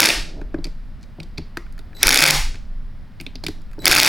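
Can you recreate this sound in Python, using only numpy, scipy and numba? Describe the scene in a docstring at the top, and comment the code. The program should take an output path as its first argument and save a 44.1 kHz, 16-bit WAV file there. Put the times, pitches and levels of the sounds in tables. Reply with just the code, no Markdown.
"""Cordless drill driver on a workbench

A drill driver tightens screws into a tool housing on a wooden bench, heard from close by. Filtered noise makes
the gear rush, sines make the motor hum and the switch whistle, and short rattles of force ring steel, plastic
and wood: the clutch ratchets in three bursts, and between them the bit ticks on screw heads and the housing
knocks and scuffs the bench. A small workshop answers with fading noise, and a limiter ducks the loud clutch."""
import sys
import numpy as np
from scipy import signal
from scipy.fft import rfft, irfft, next_fast_len
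from scipy.io import wavfile
from scipy.ndimage import uniform_filter1d, minimum_filter1d
from numba import njit

SR = 44100
rng = np.random.default_rng(int(sys.argv[2]) if len(sys.argv) > 2 else 0)


def dump_mix(stems):
    """Bounce the given channels to the path in sys.argv[1] as a 16-bit WAV at rate SR."""
    frames = np.atleast_2d(stems).T  # one column per channel
    limited = np.clip(frames, -1, 1)  # hard clip at full scale
    pcm = np.round(limited * 32767).astype(np.int16)
    wavfile.write(sys.argv[1], SR, pcm)


N = 180148  # length in samples


def amp(db):
    """Turn dB into gain."""
    return 10 ** (np.asarray(db) / 20)


def unit(x):
    """Scale x to an rms of 1."""
    return x / np.sqrt(np.mean(x ** 2) + 1e-20)


def along(points, hz):
    """Read a (frequency, value) curve, with straight lines on a log frequency axis."""
    f, v = np.transpose(points)
    return np.interp(np.log(hz + 1), np.log(f + 1), v)


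def curves(rows):
    """Give one value per sample for each column after the time."""
    s, *cols = np.transpose(rows)
    t = np.arange(N) / SR
    return [np.interp(t, s, col) for col in cols]


def filtered(x, response):
    """Shape the spectrum of x by a response given as a function of frequency."""
    m = next_fast_len(N + SR // 2)
    hz = np.fft.rfftfreq(m, 1 / SR)
    return irfft(rfft(x, m) * response(hz), m)[..., :N]


def noise(spectrum):
    """Make noise of rms 1 with the given colour."""
    white = rng.standard_normal(N)
    return unit(filtered(white, lambda hz: amp(along(spectrum, hz))))


def ring(modes, f, favoured_hz=1000, focus_db=0):
    """Response of a body's resonances; the spot that is struck favours the ones near one pitch."""
    total = 0
    for k, (centre, width, db) in enumerate(modes):
        octaves_off = np.abs(np.log2(centre / favoured_hz))
        gain = amp(db - focus_db * octaves_off)
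        resonance = 1j * f * width / (centre * centre - f * f + 1j * f * width)
        total = total + (-1) ** k * gain * resonance  # signs alternate from one resonance to the next
    return total


def blows(times, db, modes, rise, t60, soft_hz, favoured_hz=1000, focus_db=0):
    """Each contact is a short, always new rattle of force into one body; db is its energy spread over 3 ms."""
    t = np.arange(4096) / SR
    fading = amp(-60 * t / t60) + 0.61 * amp(-60 * t / 0.0016)  # the rattle, plus a hard first instant
    force = (1 - np.exp(-t / rise)) * fading * rng.standard_normal((len(times), len(t)))
    f = np.fft.rfftfreq(len(t), 1 / SR)
    body = ring(modes, f, np.reshape(favoured_hz, (-1, 1)), focus_db)
    softness = (1 + 1j * f / soft_hz) ** 2  # a soft contact loses its treble
    sound = irfft(rfft(force) * body / softness)
    level = amp(db) * np.sqrt(.003 * SR) / np.linalg.norm(sound, axis=1)
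    sound *= level[:, None]
    at = (times * SR).astype(int)[:, None] + np.arange(len(t))
    return np.bincount(at.ravel(), sound.ravel(), N + SR)[:N]  # overlapping blows add up


# pulls of the trigger: pulled t/s, full speed t/s, let go t/s, gear rush level/dB, run-down time/s
TRIGGER_PULLS = [(-.2, -.1, .03, -6, .1), (1.948, 2.02, 2.3, -10.5, .14), (3.797, 3.851, 4.2, -10.5, .14)]
# gear rush below its full level when pulled and at full speed without load; then the time to take the load
START_DB, UNLOADED_DB, LOAD_UP_S = -59, -23, .025


def effort():
    """Gain of the gear rush: it swells from the pull, takes load at full speed and dies ever faster when let go."""
    t, gain = np.arange(N) / SR, np.zeros(N)
    for pulled, full, let_go, db, rundown in TRIGGER_PULLS:
        rise_db = np.interp(t, [pulled, full, full + LOAD_UP_S], [START_DB, UNLOADED_DB, 0])
        fall_db = 60 * (np.maximum(t - let_go, 0) / rundown) ** 2
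        gain += (t > pulled) * amp(db + rise_db - fall_db)
    return gain


# colour of the gear rush: f/Hz, relative level/dB per Hz
GEAR_COLOUR = [(120, -41.5), (200, 0), (278, 5), (500, -8.5), (899, 5.5), (986, 3), (2290, 5.5), (2650, -2),
               (5040, 3), (13600, -26), (16000, -32)]
# loudness of the motor armature's hum: t/s, level/dB
HUM_LEVEL = [(0, -46), (.1, -69.5), (2.01, -85), (2.06, -15.5), (2.15, -41), (2.3, -17.5), (2.4, -35.5),
             (2.44, -81.5), (3.85, -80), (3.9, -24), (4.09, -33)]
# overtones of the switch whistle: multiple of CHOP_HZ, relative level/dB
WHISTLE_OVERTONES = [(1, 0), (2, -13), (3, -11.5)]
HUM_HZ, CHOP_HZ = 147, 3960
WHISTLE_DB, WHISTLE_EDGE_S = -43.5, .004  # the switch chops the current from the pull until full speed


def motor():
    """Gear rush as noise, a slightly unsteady armature hum and the wavering whistle of the speed switch."""
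    t = np.arange(N) / SR
    drift = np.cumsum(noise([(1, -3.0), (20, -10), (60, -62.0)])) / SR
    hum = np.sin(2 * np.pi * (HUM_HZ * t + 3 * drift))  # pitch strays by 3 Hz rms
    whistle, chopping = 0, 0
    for k, db in WHISTLE_OVERTONES:
        waver = amp(3 * noise([(1, -5), (80, 0.5), (200, -57.5)]))  # loudness strays by 3 dB rms
        whistle += amp(db) * waver * np.sin(2 * np.pi * k * CHOP_HZ * t)
    for pulled, full, *_ in TRIGGER_PULLS:
        chopping += np.clip(np.minimum(t - pulled, full - t) / WHISTLE_EDGE_S, 0, 1)
    gears = effort() * noise(GEAR_COLOUR)
    return gears + amp(curves(HUM_LEVEL)[0]) * hum + amp(WHISTLE_DB) * chopping * whistle


# how strongly slow pushes sway the bench: t/s, level/dB
SWAY_LEVEL = [(0.0, -42), (0.21, -21), (0.26, -33), (0.65, -24.5), (1.04, -39), (1.47, -32.5),
              (1.51, -37.5), (1.65, -28.5), (2.02, -39), (2.07, -7.5), (2.29, -25), (2.35, -13.5),
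              (2.49, -20), (2.54, -30), (2.75, -25.5), (3.11, -39), (3.66, -31), (3.89, -37), (3.9, -12.5),
              (4.08, -31)]
# colour of the sway: f/Hz, relative level/dB per Hz
SWAY_COLOUR = [(8, -14), (18, 0), (27, -1), (42, -13), (70, -24), (120, -50), (300, -120)]
# the housing slides on the wood: middle t/s, time from middle to 20 dB down/s, level in the middle/dB
HOUSING_SLIDES = [(0.016, 0.052, -16.5), (0.158, 0.24, -36.5), (0.391, 0.078, -38.5), (0.583, 0.081, -43.5),
                  (1.239, 0.032, -46.5), (1.384, 0.082, -56.5), (1.963, 0.11, -50), (2.18, .1, -38),
                  (2.499, .08, -50), (3.582, .05, -56), (3.892, 0.048, -12.5), (3.986, 0.057, -26)]
# resonances of the wooden bench, also used for blows: f/Hz, width/Hz, relative level/dB
BENCH_MODES = [(78, 16, 3.5), (164, 14, 4), (241, 22, -1.5), (309, 76, 3), (424, 78, -0.5),
               (590, 140, -4.5), (925, 140, -14)]
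SCUFF_FLOOR_DB, SHAKE_DB = -60, -24  # resting hands; bench shaken by the drill, relative to the effort gain


def hands():
    """Slow pushes sway the bench as low noise; the sliding housing scuffs the wood as noise through its resonances."""
    t = np.arange(N) / SR
    sway = noise(SWAY_COLOUR)
    swing = np.abs(signal.hilbert(sway))
    sway = unit(sway / (1.2 + swing))  # evens out the size of the swings
    white = rng.standard_normal(N)
    scuff = unit(filtered(white, lambda f: ring(BENCH_MODES, f) / (1 + 1j * f / 900)))
    sliding = sum(amp(db - 20 * np.abs(t - s) / half) for s, half, db in HOUSING_SLIDES)
    scuff_gain = amp(SCUFF_FLOOR_DB) + amp(SHAKE_DB) * effort() + sliding
    return amp(curves(SWAY_LEVEL)[0]) * sway + scuff_gain * scuff


# each clutch slip is a bright snap, then a duller clack:
# snap t/s, snap strength level/dB, clack delay/s, clack strength level/dB
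CLUTCH_SLIPS = [(.0027, 5.5, .0127, -2), (0.0195, -1, 0.0098, 5), (0.0401, -1, 0.0092, -3),
                (0.0561, -0.5, .0145, -1), (0.0601, -2.5, .0362, -11), (0.0881, -5, .0137, -5.5),
                (2.0302, 2, 0.0057, 4), (2.07, 1, .0098, 9), (2.0853, -5, .0122, -1.5),
                (2.0908, 6.5, 0.015, 4), (2.1109, 1.5, .0112, 0.5), (2.1274, 1.5, .0067, -1),
                (2.1436, 3, 0.012, -3.5), (2.1583, 2, .0059, 1.5), (2.174, 2, 0.0085, -5.5),
                (2.189, 0.5, .0055, -1), (2.2052, -4, .0111, -3.5), (2.2236, 0, .0068, 2.5),
                (2.2387, 4.5, .0142, 4), (2.2416, -11, .0151, -2), (2.263, -0.5, .0096, -5.5),
                (2.2763, -2, 0.0034, 0.5), (2.2845, -4, 0.0044, -2), (2.3072, 2.5, 0.0042, -10.5),
                (3.8555, -7, .011, 0.5), (3.8789, 1, .0171, -6.5), (3.913, 0, .0064, 5.5),
                (3.9241, 0, .0039, 6.5), (3.9322, -3.5, 0.0074, 2.5), (3.95, -1.5, 0.012, 0.5),
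                (3.9664, -3, 0.0061, -7), (3.983, -3.5, 0.0044, -1.5), (3.9997, 1.5, .0073, -2.5),
                (4.015, -4, 0.0069, -3.5), (4.0312, 2, 0.0066, -1), (4.0473, -2, 0.0076, 0.5),
                (4.063, -3.5, .0075, 0), (4.0793, -3, .008, -3)]
# resonances of the plastic housing: f/Hz, width/Hz, relative level/dB
HOUSING_MODES = [(857, 170, -0.5), (1250, 250, -5.5), (1558, 340, 2.5), (1914, 180, 2.5), (2250, 360, 3.5),
                 (2617, 220, 6), (3050, 1300, -4)]
# resonances of the chuck and bit: f/Hz, width/Hz, relative level/dB
CHUCK_MODES = [(3668, 330, 5.5), (3893, 1000, 4), (4690, 1325, 7.5), (5187, 757, 8.5), (5604, 430, 3)]
# resonances of the bright steel: f/Hz, width/Hz, relative level/dB
STEEL_MODES = [(6630, 790, -5), (9640, 1300, -1), (10280, 1600, -0.5), (14400, 7000, -12)]
# how each hit is shared out over its strength: housing level/dB, favoured housing f/Hz, chuck level/dB, steel level/dB
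SNAP, CLACK, REBOUND = (-1, 2000, 1, -.5), (0, 2300, -5, -13), (1, 2200, 0, -8)
SCATTER_DB, PITCH_SCATTER = 1.5, .07  # spread from blow to blow; the pitch one is a fraction
REBOUND_DB, REBOUND_BEFORE_S = -4, .0048  # a ball rebounds just before the next snap
REBOUND_GAP_S = .012, .025  # only between snaps this far apart
DULLING_DB_PER_S = 156  # the steel snaps less as the motor runs down


def clutch():
    """Steel balls jump their detents: chuck and steel snap, the plastic housing clacks, the bench takes a little."""
    snap_s, snap_db, after, clack_db = np.transpose(CLUTCH_SLIPS)
    chance = rng.standard_normal((len(CLUTCH_SLIPS), 3, 5))
    gap = np.diff(snap_s, prepend=-1)
    running = (gap > REBOUND_GAP_S[0]) & (gap < REBOUND_GAP_S[1])
    rebound_s = np.maximum(0, snap_s - REBOUND_BEFORE_S * (1 + .15 * chance[:, 2, 4]))
    rebound_db = np.where(running, REBOUND_DB, -200)  # -200 dB is silence
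    s = np.r_[snap_s, snap_s + after, rebound_s]
    strength_db = np.r_[snap_db, clack_db, rebound_db]
    share = np.repeat([SNAP, CLACK, REBOUND], len(CLUTCH_SLIPS), axis=0).T
    spread = np.concatenate(chance.transpose(1, 0, 2)).T
    housing_db, chuck_db, steel_db = strength_db + share[[0, 2, 3]] + SCATTER_DB * spread[:3]
    for _, _, let_go, _, rundown in TRIGGER_PULLS:
        running_down = (s > let_go) * (s < let_go + rundown)
        steel_db = steel_db - DULLING_DB_PER_S * running_down * (s - let_go)
    housing_hz = share[1] * (1 + PITCH_SCATTER * spread[3])
    housing = blows(s, housing_db, HOUSING_MODES, rise=.0002, t60=.009, soft_hz=6000,
                    favoured_hz=housing_hz, focus_db=11)
    chuck = blows(s, chuck_db, CHUCK_MODES, rise=.0002, t60=.008, soft_hz=9000)
    steel = blows(s, steel_db, STEEL_MODES, rise=.0002, t60=.011, soft_hz=19000)
    bench = blows(s, housing_db - 12.0, BENCH_MODES, rise=0.00047, t60=0.03, soft_hz=3000,
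                  favoured_hz=900, focus_db=4.0)
    return housing + chuck + steel + bench


# the bit ticks on screw heads: t/s, housing level/dB, favoured housing f/Hz,
# bit level/dB, favoured bit f/Hz, steel snap level/dB
BIT_TICKS = [(0.414, -38, 1520, -56, 4400, -62), (.543, -30, 1570, -56.5, 4350, -67),
             (.585, -64, 1520, -52, 3880, -74), (.643, -38.5, 2200, -26, 4800, -45),
             (.652, -38, 2436, -34, 4895, -55.5), (.668, -42.5, 2330, -47, 4520, -56),
             (1.011, -62.5, 1480, -59.5, 4400, -81), (1.021, -65.5, 1490, -60, 4550, -77),
             (1.029, -57, 1476, -46, 4660, -75), (1.037, -52, 2300, -50, 4610, -77.5),
             (1.201, -33, 2770, -36, 4000, -54.5), (1.231, -71, 1650, -40, 4800, -61.5),
             (1.375, -41, 2360, -37.5, 3887, -66.5), (1.38, -30.5, 2080, -27, 4480, -51),
             (1.571, -21.5, 1580, -31.5, 4500, -39.5), (1.664, -45.5, 1590, -68, 4130, -75),
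             (1.724, -57, 1555, -57, 4780, -53.5), (1.779, -43, 1600, -55.5, 4050, -56),
             (1.79, -43, 1710, -42.5, 3820, -49.5), (1.93, -44.5, 1670, -68.5, 4255, -73.5),
             (1.95, -55, 1540, -54, 3970, -55.5), (1.967, -47, 2030, -44, 4100, -49.5),
             (2.543, -40, 1620, -45, 4660, -66.5), (2.555, -40.5, 2080, -45.5, 4465, -61.5),
             (3.2, -32.5, 2560, -37.5, 5370, -57), (3.21, -35.5, 2600, -39.5, 4070, -39),
             (3.264, -30, 2600, -29.5, 3570, -54), (3.355, -39, 2870, -32, 4030, -53),
             (3.438, -41, 1930, -27, 4830, -43), (3.447, -43, 1980, -39.5, 5050, -51.5),
             (3.465, -21, 2850, -22, 4150, -32), (3.483, -34, 1780, -30, 4380, -39.5),
             (3.617, -62.5, 1445, -56, 5310, -59.5), (3.714, -49, 1620, -63.5, 4200, -57.5),
             (3.732, -46.5, 1660, -59, 4390, -55), (3.79, -47, 1460, -45, 5540, -54),
             (3.82, -44, 1910, -48, 3930, -45.5), (3.844, -28, 1990, -28, 3850, -42)]
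# the housing knocks the bench: t/s, level/dB, favoured f/Hz
BENCH_KNOCKS = [(.018, -10.5, 333.5), (.085, -12.5, 420), (0.415, -27.5, 253), (0.542, -15.5, 274),
                (0.584, -23.5, 270), (.652, -27.5, 253), (0.666, -33, 221), (1.185, -26.5, 187),
                (1.203, -29, 195), (1.383, -21, 165), (1.57, -24.5, 310), (1.791, -39.5, 141),
                (2.545, -32.5, 121), (3.2, -33, 176), (3.21, -35, 151), (3.264, -32, 234),
                (3.353, -32.5, 228), (3.436, -26, 320), (3.463, -25.5, 203), (3.485, -19.5, 179),
                (3.781, -27, 363), (3.788, -30.5, 245), (3.843, -29, 184), (3.907, -14.5, 365)]


def handling():
    """The bit finds the screw heads and rings steel and plastic; the housing rocks and knocks the wooden bench."""
    s, housing_db, housing_hz, bit_db, bit_hz, steel_db = np.transpose(BIT_TICKS)
    knock_s, knock_db, knock_hz = np.transpose(BENCH_KNOCKS)
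    housing = blows(s, housing_db, HOUSING_MODES, rise=.0002, t60=.018, soft_hz=5000,
                    favoured_hz=housing_hz, focus_db=26)
    bit = blows(s, bit_db, CHUCK_MODES, rise=.0002, t60=.018, soft_hz=9000, favoured_hz=bit_hz, focus_db=24)
    steel = blows(s, steel_db, STEEL_MODES, rise=.0002, t60=.02, soft_hz=19000)
    knocks = blows(knock_s, knock_db, BENCH_MODES, rise=.0003, t60=.03, soft_hz=1400,
                   favoured_hz=knock_hz, focus_db=6)
    return housing + bit + steel + knocks


BLUR_ABOVE_HZ = 1100  # the room hears the tools from every side, so their higher resonances run together


def all_sides(x, size=5):
    """Average the spectrum above BLUR_ABOVE_HZ over neighbouring bands and draw its phases anew."""
    hz, _, z = signal.stft(x, SR, nperseg=256)
    high = hz[:, None] > BLUR_ABOVE_HZ
    level = np.sqrt(np.abs(uniform_filter1d(np.abs(z * high) ** 2, size, axis=0)))
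    new_phase = np.exp(2j * np.pi * rng.random(z.shape))
    blurred = np.where(high, level * new_phase * np.sqrt(2), z)
    return signal.istft(blurred, SR, nperseg=256)[1][:N]


# how long the room's answer takes to fade by 60 dB: f/Hz, fading time/s
SHOP_FADING = [(200, 0.084), (1000, 0.33), (4000, 0.39), (8000, 0.35), (12000, 0.26), (15000, 0.24)]
# what the first walls give back: f/Hz, relative level/dB
WALL_COLOUR = [(200, 8.5), (2000, -4.5), (6000, -3.5), (15000, -1)]


def shop(x, count=24):
    """Each frequency of the room's answer dies at its own speed; each of count equal stretches draws new echoes."""
    hz, t, z = signal.stft(rng.standard_normal((count, SR * 3 // 4)), SR, nperseg=256)
    fading_db = along(WALL_COLOUR, hz)[:, None] - 60 * t / along(SHOP_FADING, hz)[:, None]
    tails = signal.istft(z * amp(fading_db), SR, nperseg=256)[1]
    wet, step = np.zeros(N + 2 * SR), N // count + 1
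    for k, tail in enumerate(tails):
        piece = signal.fftconvolve(x[k * step:(k + 1) * step], tail / np.linalg.norm(tails[0]))
        wet[k * step + 150:][:len(piece)] += piece  # the answer starts 150 samples late
    return wet[:N]


# colour of the quiet shop's air: f/Hz, relative level/dB per Hz
AIR_COLOUR = [(30, -24), (55, 0.5), (115, -4), (250, -9.5), (330, -36), (550, -26), (1900, -29),
              (2600, -35.5), (5200, -39.5), (6300, -50.5), (16000, -53.5)]
# colour of the air that differs between left and right: f/Hz, relative level/dB per Hz
SIDE_AIR_COLOUR = [(15, 17), (40, 1.5), (100, -22), (300, -34.5), (1000, -67.5), (16000, -58)]


def scene():
    """Everything sits in the middle; only a little low air differs between left and right."""
    drill, touches = clutch() + motor(), handling()
    echoes = shop(all_sides(amp(-9) * drill + amp(-12.5) * touches))
    air = amp(-44) * noise(AIR_COLOUR)
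    mid = drill + touches + echoes + hands() + air
    side = amp(-44.5) * noise(SIDE_AIR_COLOUR)
    return np.array([mid + side, mid - side])


@njit
def follow(need, fall, climb):
    """The limiter's gain drops fast and creeps back."""
    gain = np.ones_like(need)
    for i in range(1, len(need)):
        speed = fall if need[i] < gain[i - 1] else climb
        gain[i] = gain[i - 1] + speed * (need[i] - gain[i - 1])
    return gain


TOP_HZ = 16300  # band limit


def record(dry):
    """A limiter reacts a moment late, so the sharpest fronts clip; then all above the band limit is removed."""
    need = np.minimum(1, amp(-0.5) / (np.abs(dry).max(axis=0) + 1e-9))
    need = minimum_filter1d(need, size=221, origin=110)  # it holds for 5 ms after each peak
    gain = follow(need, 1 / (SR * 0.00071), 1 / (SR * 0.051))  # time constants 0.71 ms down, 51 ms up
    return filtered(np.clip(dry * gain, -1, 1), lambda hz: hz < TOP_HZ)


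dry = scene()
out = record(dry)
dump_mix(out)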